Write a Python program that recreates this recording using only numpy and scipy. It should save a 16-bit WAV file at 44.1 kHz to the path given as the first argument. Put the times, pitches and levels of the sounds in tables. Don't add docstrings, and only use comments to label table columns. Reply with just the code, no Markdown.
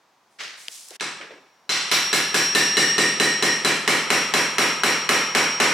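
import sys
import numpy as np
from scipy import signal
from scipy.fft import rfft, irfft, next_fast_len
from scipy.io import wavfile
from scipy.ndimage import uniform_filter1d

SR = 44100
rng = np.random.default_rng(int(sys.argv[2]) if len(sys.argv) > 2 else 0)


def to_wav(s):
    ch = np.atleast_2d(s).T
    pcm = np.round(np.clip(ch, -1, 1) * 32767)
    wavfile.write(sys.argv[1], SR, pcm.astype(np.int16))


N = 252693
TAIL = 40000
TIME, AGE = np.arange(N) / SR, np.arange(TAIL) / SR


def amp(db):
    return 10 ** (np.asarray(db) / 20)


def unit_rms(x):
    return x / np.sqrt(np.mean(x ** 2) + 1e-20)


def at_time(points, s):
    return np.interp(s, *np.transpose(points))


def at_hz(points, hz):
    point_hz, values = np.transpose(points)
    return np.interp(np.log(hz + 1), np.log(point_hz + 1), values)


def add(mix, start_s, sound):
    part = mix[:, round(start_s * SR):][:, :sound.shape[-1]]
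    part += sound[..., :part.shape[-1]]


def coloured(x, curve_db):
    size = 2 * next_fast_len(x.shape[-1] // 2 + 2048)
    gain = unit_rms(amp(curve_db(abs(np.fft.fftfreq(size, 1 / SR)))))
    response = np.exp(np.conj(signal.hilbert(np.log(gain + 1e-6))))
    return irfft(rfft(x, size) * response[:size // 2 + 1], size)[..., :x.shape[-1]]


def decay(t60_s):
    return np.exp(-np.log(1000) * AGE / np.maximum(t60_s, 1e-3))


# frequency_hz, side_re_mid_db
WIDTH = [(100, -93), (250, -28), (600, -12), (1300, -10.5), (5000, -6.5), (9000, -5), (15000, -6)]

def diffuse_noise(size):
    mid, side = rng.standard_normal((2, size))
    side = irfft(rfft(side) * amp(at_hz(WIDTH, np.fft.rfftfreq(size, 1 / SR))), size)
    return np.array([mid + side, mid - side])


# frequency_hz, density_db
AMBIENT_SPECTRUM = [(30, -32), (100, -7), (200, -2.5), (600, 1), (950, 6), (1600, -1.5), (3000, -7.5),
                    (6000, -10.5), (10000, -22), (15000, -24)]
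# time_s, level_db
AMBIENT_LEVEL = [(.97, -61.5), (1, -53)]

def ambience():
    noise = coloured(diffuse_noise(N), lambda hz: at_hz(AMBIENT_SPECTRUM, hz))
    return amp(at_time(AMBIENT_LEVEL, TIME)) * unit_rms(noise)


def friction(strokes, spectrum, grain_db=1.0, width=0.46, still_s=0.97, release_s=0.0092):
    mid, side = rng.standard_normal((2, N))
    noise = np.array([mid + width * side, mid - width * side])
    hiss = unit_rms(coloured(noise, lambda hz: at_hz(spectrum, hz)))
    slips = unit_rms(uniform_filter1d(rng.standard_normal(N), size=120))
    power = np.zeros(N)
    for start_s, attack_s, level_db, fade_db_per_s in strokes:
        attack = np.clip((TIME - start_s) / attack_s, 0, 1)
        fade_db = fade_db_per_s * np.maximum(TIME - start_s - attack_s, 0)
        power += (attack * amp(level_db - fade_db)) ** 2
    moving = np.clip((still_s - TIME) / release_s, 0, 1)
    return hiss * np.sqrt(power) * amp(grain_db * slips) * moving


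# start_s, attack_s, level_db, fade_db_per_s
SCUFFS = [(.384, 0.024, -31, 76), (.89, 0.075, -43, 300)]
SWISHES = [(.29, 0.025, -68, 5), (.555, 0.045, -46, 45), (.685, .045, -40, 42), (.93, 0.04, -44, 300)]
# frequency_hz, density_db
SCUFF_SPECTRUM = [(50, -38), (150, -20), (400, -11.5), (900, -8.5), (1900, 1.5), (3200, -3), (5500, -5),
                  (9000, -20), (15000, -40)]
SWISH_SPECTRUM = [(100, -32), (1200, -21), (2500, -12), (5800, -4), (9500, -6.5), (15000, -23)]

def footwork():
    return friction(SCUFFS, SCUFF_SPECTRUM) + friction(SWISHES, SWISH_SPECTRUM)


# start_s, level_db, pitch_hz, t60_s
CLICKS = [(.683, -16, 3650, 0.0058), (.8862, -31, 7500, 0.0046), (.9065, -31.5, 4100, 0.013),
          (.9115, -40, 5000, .012), (.918, -45, 4500, 0.01)]
KNOCKS = [(.683, -46.5, 450, 0.048), (.908, -44.5, 496, 0.17), (.9985, -27, 2530, 0.046),
          (1.205, -37.5, 426, 0.49), (1.212, -31, 1740, 0.32), (1.305, -38, 424, 0.45),
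          (1.308, -39.5, 1770, 0.32)]

def taps(contacts, slope_db_per_octave):
    out = np.zeros((2, N))
    for start_s, level_db, pitch_hz, t60_s in contacts:
        burst = diffuse_noise(TAIL) * decay(t60_s)
        tap = coloured(burst, lambda hz: -slope_db_per_octave * np.hypot(np.log2((hz + 1) / pitch_hz), .5))
        add(out, start_s, amp(level_db) * tap)
    return out


# frequency_hz, t60_s
REVERB_TIME = [(100, 0.87), (300, 0.6), (1000, 0.75), (2200, 0.89), (4500, 0.75), (9000, 0.59),
               (15000, 0.37)]

def room_response(early_db=-3, gather_s=0.025):
    hz, age_s, bands = signal.stft(diffuse_noise(TAIL), SR, nperseg=256)
    bands = bands * np.exp(-np.log(1000) * age_s / at_hz(REVERB_TIME, hz)[:, None])
    reverb = signal.istft(bands, SR, nperseg=256)[1][:, :TAIL]
    return reverb * amp(early_db * np.exp(-(AGE / gather_s) ** 2))


def rebounds(hz, strength=0.22, within_s=.004, above_hz=2200, count=3):
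    delay_s = within_s * rng.uniform(0.206, 1, (count, 1))
    rebound = strength * hz / np.hypot(hz, above_hz)
    return (1 + rebound * np.exp(-2j * np.pi * hz * delay_s).sum(0)) / np.sqrt(1 + count * rebound ** 2)


def blow_path(s, first_path, last_path, fresh_hz=5500):
    hz = np.fft.rfftfreq(TAIL, 1 / SR)
    angle = np.pi / 2 * s / TIME[-1]
    shared = np.cos(angle) * first_path + np.sin(angle) * last_path
    fresh = hz / np.hypot(hz, fresh_hz)
    comb = rebounds(hz)
    spectrum = rfft(shared) * np.sqrt(1 - fresh ** 2) + rfft(room_response()) * fresh
    return irfft(comb * spectrum, TAIL)


# pitch_hz, level_db, t60_s, build_s
WALL_MODES = [(123.1, -27.5, 0.4, 0.03), (158.5, -18.5, 0.77, 0.065), (202.7, -20.5, 0.88, 0.014),
              (307.8, -6.5, 0.32, 0.046), (360.4, -17, 0.76, 0.047), (407.6, -14.5, 0.49, 0.0063),
              (422, -10, 0.42, 0.011), (501, -18, 0.66, 0.023), (875, -28, 0.98, 0.015),
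              (987, -26, 0.24, 0.011), (1117, -18.5, 0.29, 0.0031), (1210, -18, 0.5, 0.013),
              (1325, -21, 0.25, 0.0051)]

def wall_boom():
    boom = np.zeros(TAIL)
    for pitch_hz, level_db, t60_s, build_s in WALL_MODES:
        build = np.sin(np.pi / 2 * np.minimum(AGE / build_s, 1)) ** 2
        boom += amp(level_db) * build * decay(t60_s) * np.sin(2 * np.pi * pitch_hz * AGE)
    return boom


def wavering_mode(pitch_hz, t60_s, waver, waver_hz):
    drift = rng.standard_normal((3, TAIL)) + 1j * rng.standard_normal((3, TAIL))
    lowpass = np.exp(-(np.fft.fftfreq(TAIL, 1 / SR) / waver_hz) ** 2)
    drift = np.fft.ifft(np.fft.fft(drift) * lowpass)
    drift /= drift.std()
    envelope = (1 + waver * (.5 * drift[:2] + drift[2])) / np.hypot(1, waver)
    return (envelope * np.exp(2j * np.pi * pitch_hz * AGE)).real * decay(t60_s)


def steel_ring(swell_s, build_s=0.06, swell_db=5.0, swell_width_s=0.089):
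    ring = wavering_mode(pitch_hz=5604.8, t60_s=2.12, waver=.3, waver_hz=9)
    swell = amp(swell_db * np.exp(-((AGE - swell_s) / swell_width_s) ** 2))
    return ring * swell * (1 - decay(build_s))


def steel_ping(pitch_hz=4016, direct_db=5, room_db=-3):
    direct = np.sin(2 * np.pi * pitch_hz * AGE) * decay(t60_s=0.14)
    reflected = wavering_mode(pitch_hz, t60_s=0.69, waver=0.91, waver_hz=30.2)
    return amp(direct_db) * direct + amp(room_db) * reflected


# time_s, depth_fraction
DEPTH = [(1, 0.36), (1.7, 0.12), (2.15, 0.4), (2.75, 0.33), (3, 0.49), (4.1, 0.85), (5.6, 0.94)]
# time_s, strain_fraction
STRAIN = [(1, 0.43), (1.7, 0), (1.9, 0), (2.13, 0.51), (2.4, 0.61), (2.72, 0.95), (3.1, 0.94), (3.65, 0.52),
          (4.1, 0.2), (5.6, 0)]
# base_db, full_depth_adds_db, full_strain_adds_db
RUMBLE, THUD, BODY = (-2.1, 1.5, 7.5), (-12, 9, 9.8), (-.3, 3.9, -1.1)
CLACK, GRIT, TILE_RING = (7.76, -11, 0), (1.5, -4, 4), (-2.1, 0.92, 15.9)

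def coupling_db(part, s):
    base_db, depth_db, strain_db = part
    return base_db + depth_db * at_time(DEPTH, s) + strain_db * at_time(STRAIN, s)


def tile_pitch(s, final_hz=1862, rise_hz=165.3, rise_from_s=2.33, settle_s=.24):
    return final_hz - rise_hz * np.exp(-max(s - rise_from_s, 0) / settle_s)


def tile_clank(s, gain_db=-17, build_s=0.013):
    strength = amp(gain_db) * (amp(coupling_db(TILE_RING, s)) - 1)
    mode = wavering_mode(tile_pitch(s), t60_s=1.0, waver=1.9, waver_hz=46.7)
    return strength * mode * (1 - decay(build_s))


BAND_CENTRES = [110, 330, 1050, 2400, 4000, 8500, 12000]
# time_s, level_re_grit_db
FIZZ = [(1, -7.5), (1.7, -6.5), (1.9, 4), (2.45, 3), (2.95, -1.5), (5.1, 1), (5.6, -3)]
# pitch_hz, half_width_hz, peak_db
CHISEL_MODES = [(2910, 120, 2), (4145, 63, 6.5), (5170, 110, 5), (5740, 220, 6.5), (7730, 600, 5),
                (9270, 150, 4), (10650, 300, 5.5), (12730, 1230, 6.5)]

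def blow_colour(hz, s, force_db, firm_db=-15.5, body_db_per_db=.55, tile_half_width_hz=70):
    rumble, thud, body, clack, grit, tile_db = (
        coupling_db(part, s) for part in (RUMBLE, THUD, BODY, CLACK, GRIT, TILE_RING))
    body += body_db_per_db * max(firm_db - force_db, 0)
    fizz = grit + at_time(FIZZ, s)
    sheen_db = 0.56 * tile_db
    bands_db = [rumble, thud, body, 0, clack, grit - sheen_db / 2, fizz - sheen_db / 2]
    modes = [(tile_pitch(s), tile_half_width_hz, tile_db),
             (1.57 * tile_pitch(s), tile_half_width_hz, 0.4 * tile_db),
             (8500, 850, sheen_db),
             *CHISEL_MODES]
    peaks_db = sum(db / (1 + ((hz - centre_hz) / width_hz) ** 2) for centre_hz, width_hz, db in modes)
    return at_hz(list(zip(BAND_CENTRES, bands_db)), hz) + peaks_db


# frequency_hz, density_db
REVERB_SPECTRUM = [(30, -54.5), (80, -34), (115, -18.5), (160, -8), (280, 0), (430, 0), (640, -6.5),
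                   (1150, -4), (2300, -2), (3500, -8.5), (6700, -15), (8200, -16.5), (12000, -25.5),
                   (15500, -38)]
CRACK_SPECTRUM = [(50, -39), (300, -1.5), (1000, 4.5), (2200, 7.5), (4000, 1), (9000, -8), (15500, -33)]
# start_s, force_db, crack_re_force_db, ping_db, ring_db, swell_after_s
BLOWS = [ (1.0082, -21, 6.5, -31, -46.5, .18), (1.6926, -11.5, -9, -20.5, -28, 0.068),
         (1.9143, -11.5, 2, -21.5, -19, 0.19), (2.1292, -12, 3, -17, -27.5, 0.17),
         (2.3431, -11.5, -2, -36, -20, 0.13), (2.5496, -9.5, 0, -19.5, -16, 0.19),
         (2.7695, -9.5, 0, -17.5, -17, .11), (2.9811, -10, 0, -17, -19, 0.13),
         (3.1995, -10.5, 4, -14.5, -23.5, 0.17), (3.425, -11.5, 4, -21.5, -21.5, 0.13),
         (3.6476, -11.5, 3.5, -19, -33, 0.067), (3.877, -10, 5, -24, -29, 0.18),
         (4.1033, -10.5, 6.5, -26.5, -26.5, .11), (4.3383, -10.5, 6.5, -23, -24.5, 0.067),
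         (4.5832, -10, 8.5, -23.5, -22.5, 0.14), (4.8349, -10, 8, -24.5, -23, .16),
         (5.0909, -9.5, 8, -22.5, -22.5, 0.16), (5.3496, -9.5, 5, -30, -21.5, .2),
         (5.6006, -8.5, 1, -29, -25.5, 0.074)]

def hammering(crack_t60_s=0.013, boom_db=1, choke_s=0.0091):
    out = np.zeros((2, N))
    first_path, last_path, wall = room_response(), room_response(), wall_boom()
    for s, force_db, crack_db, *_ in BLOWS:
        path = blow_path(s, first_path, last_path)
        reverb = coloured(path, lambda hz: at_hz(REVERB_SPECTRUM, hz) + blow_colour(hz, s, force_db))
        burst = (diffuse_noise(TAIL) * decay(crack_t60_s))[:, :TAIL // 10]
        crack = coloured(burst, lambda hz: at_hz(CRACK_SPECTRUM, hz) + blow_colour(hz, s, force_db))
        boom = amp(boom_db + coupling_db(THUD, s)) * wall
        add(out, s, amp(force_db) * (reverb + tile_clank(s) + boom))
        add(out, s, amp(force_db + crack_db) * crack)
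    ends_s = [blow[0] for blow in BLOWS[1:]] + [TIME[-1] + 1]
    for (s, *_, ping_db, ring_db, swell_s), end_s in zip(BLOWS, ends_s):
        steel = amp(ring_db) * steel_ring(swell_s) + amp(ping_db) * steel_ping()
        choke = np.clip((end_s - s - AGE) / choke_s, 0, 1)
        add(out, s, steel * choke)
    return out


def scene():
    movement = footwork() + taps(CLICKS, slope_db_per_octave=16)
    knocks = taps(KNOCKS, slope_db_per_octave=18)
    return movement + knocks + hammering() + ambience()


# time_s, gain_db
FADER = [(.968, -0.5), (.98, -13), (.993, -21), (.999, -4.5), (1.69, -7.5), (1.9, -3), (2.1, -3.5)]

def record(dry, limit_db=-15.0, duck_share=0.4, recover_db_per_s=75, ceiling=.85, cutoff_hz=16300):
    power = uniform_filter1d((dry ** 2).mean(0), size=800, origin=399)
    power_db = 10 * np.log10(abs(power) + 1e-12)
    recovery_db = TIME * recover_db_per_s
    held_db = np.maximum.accumulate(power_db + recovery_db) - recovery_db
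    excess_db = np.maximum(held_db - limit_db, 0)
    excess_db = np.pad(excess_db[170:], (0, 170), "edge")
    ducked = dry * amp(-duck_share * uniform_filter1d(excess_db, size=40))
    rounded = ceiling * np.tanh(ducked / ceiling)
    faded = rounded * amp(at_time(FADER, TIME))
    lowpass = signal.firwin(511, cutoff_hz, window=("kaiser", 9), fs=SR)
    return signal.oaconvolve(faded, lowpass[None], "same")


dry = scene()
out = record(dry)
to_wav(out)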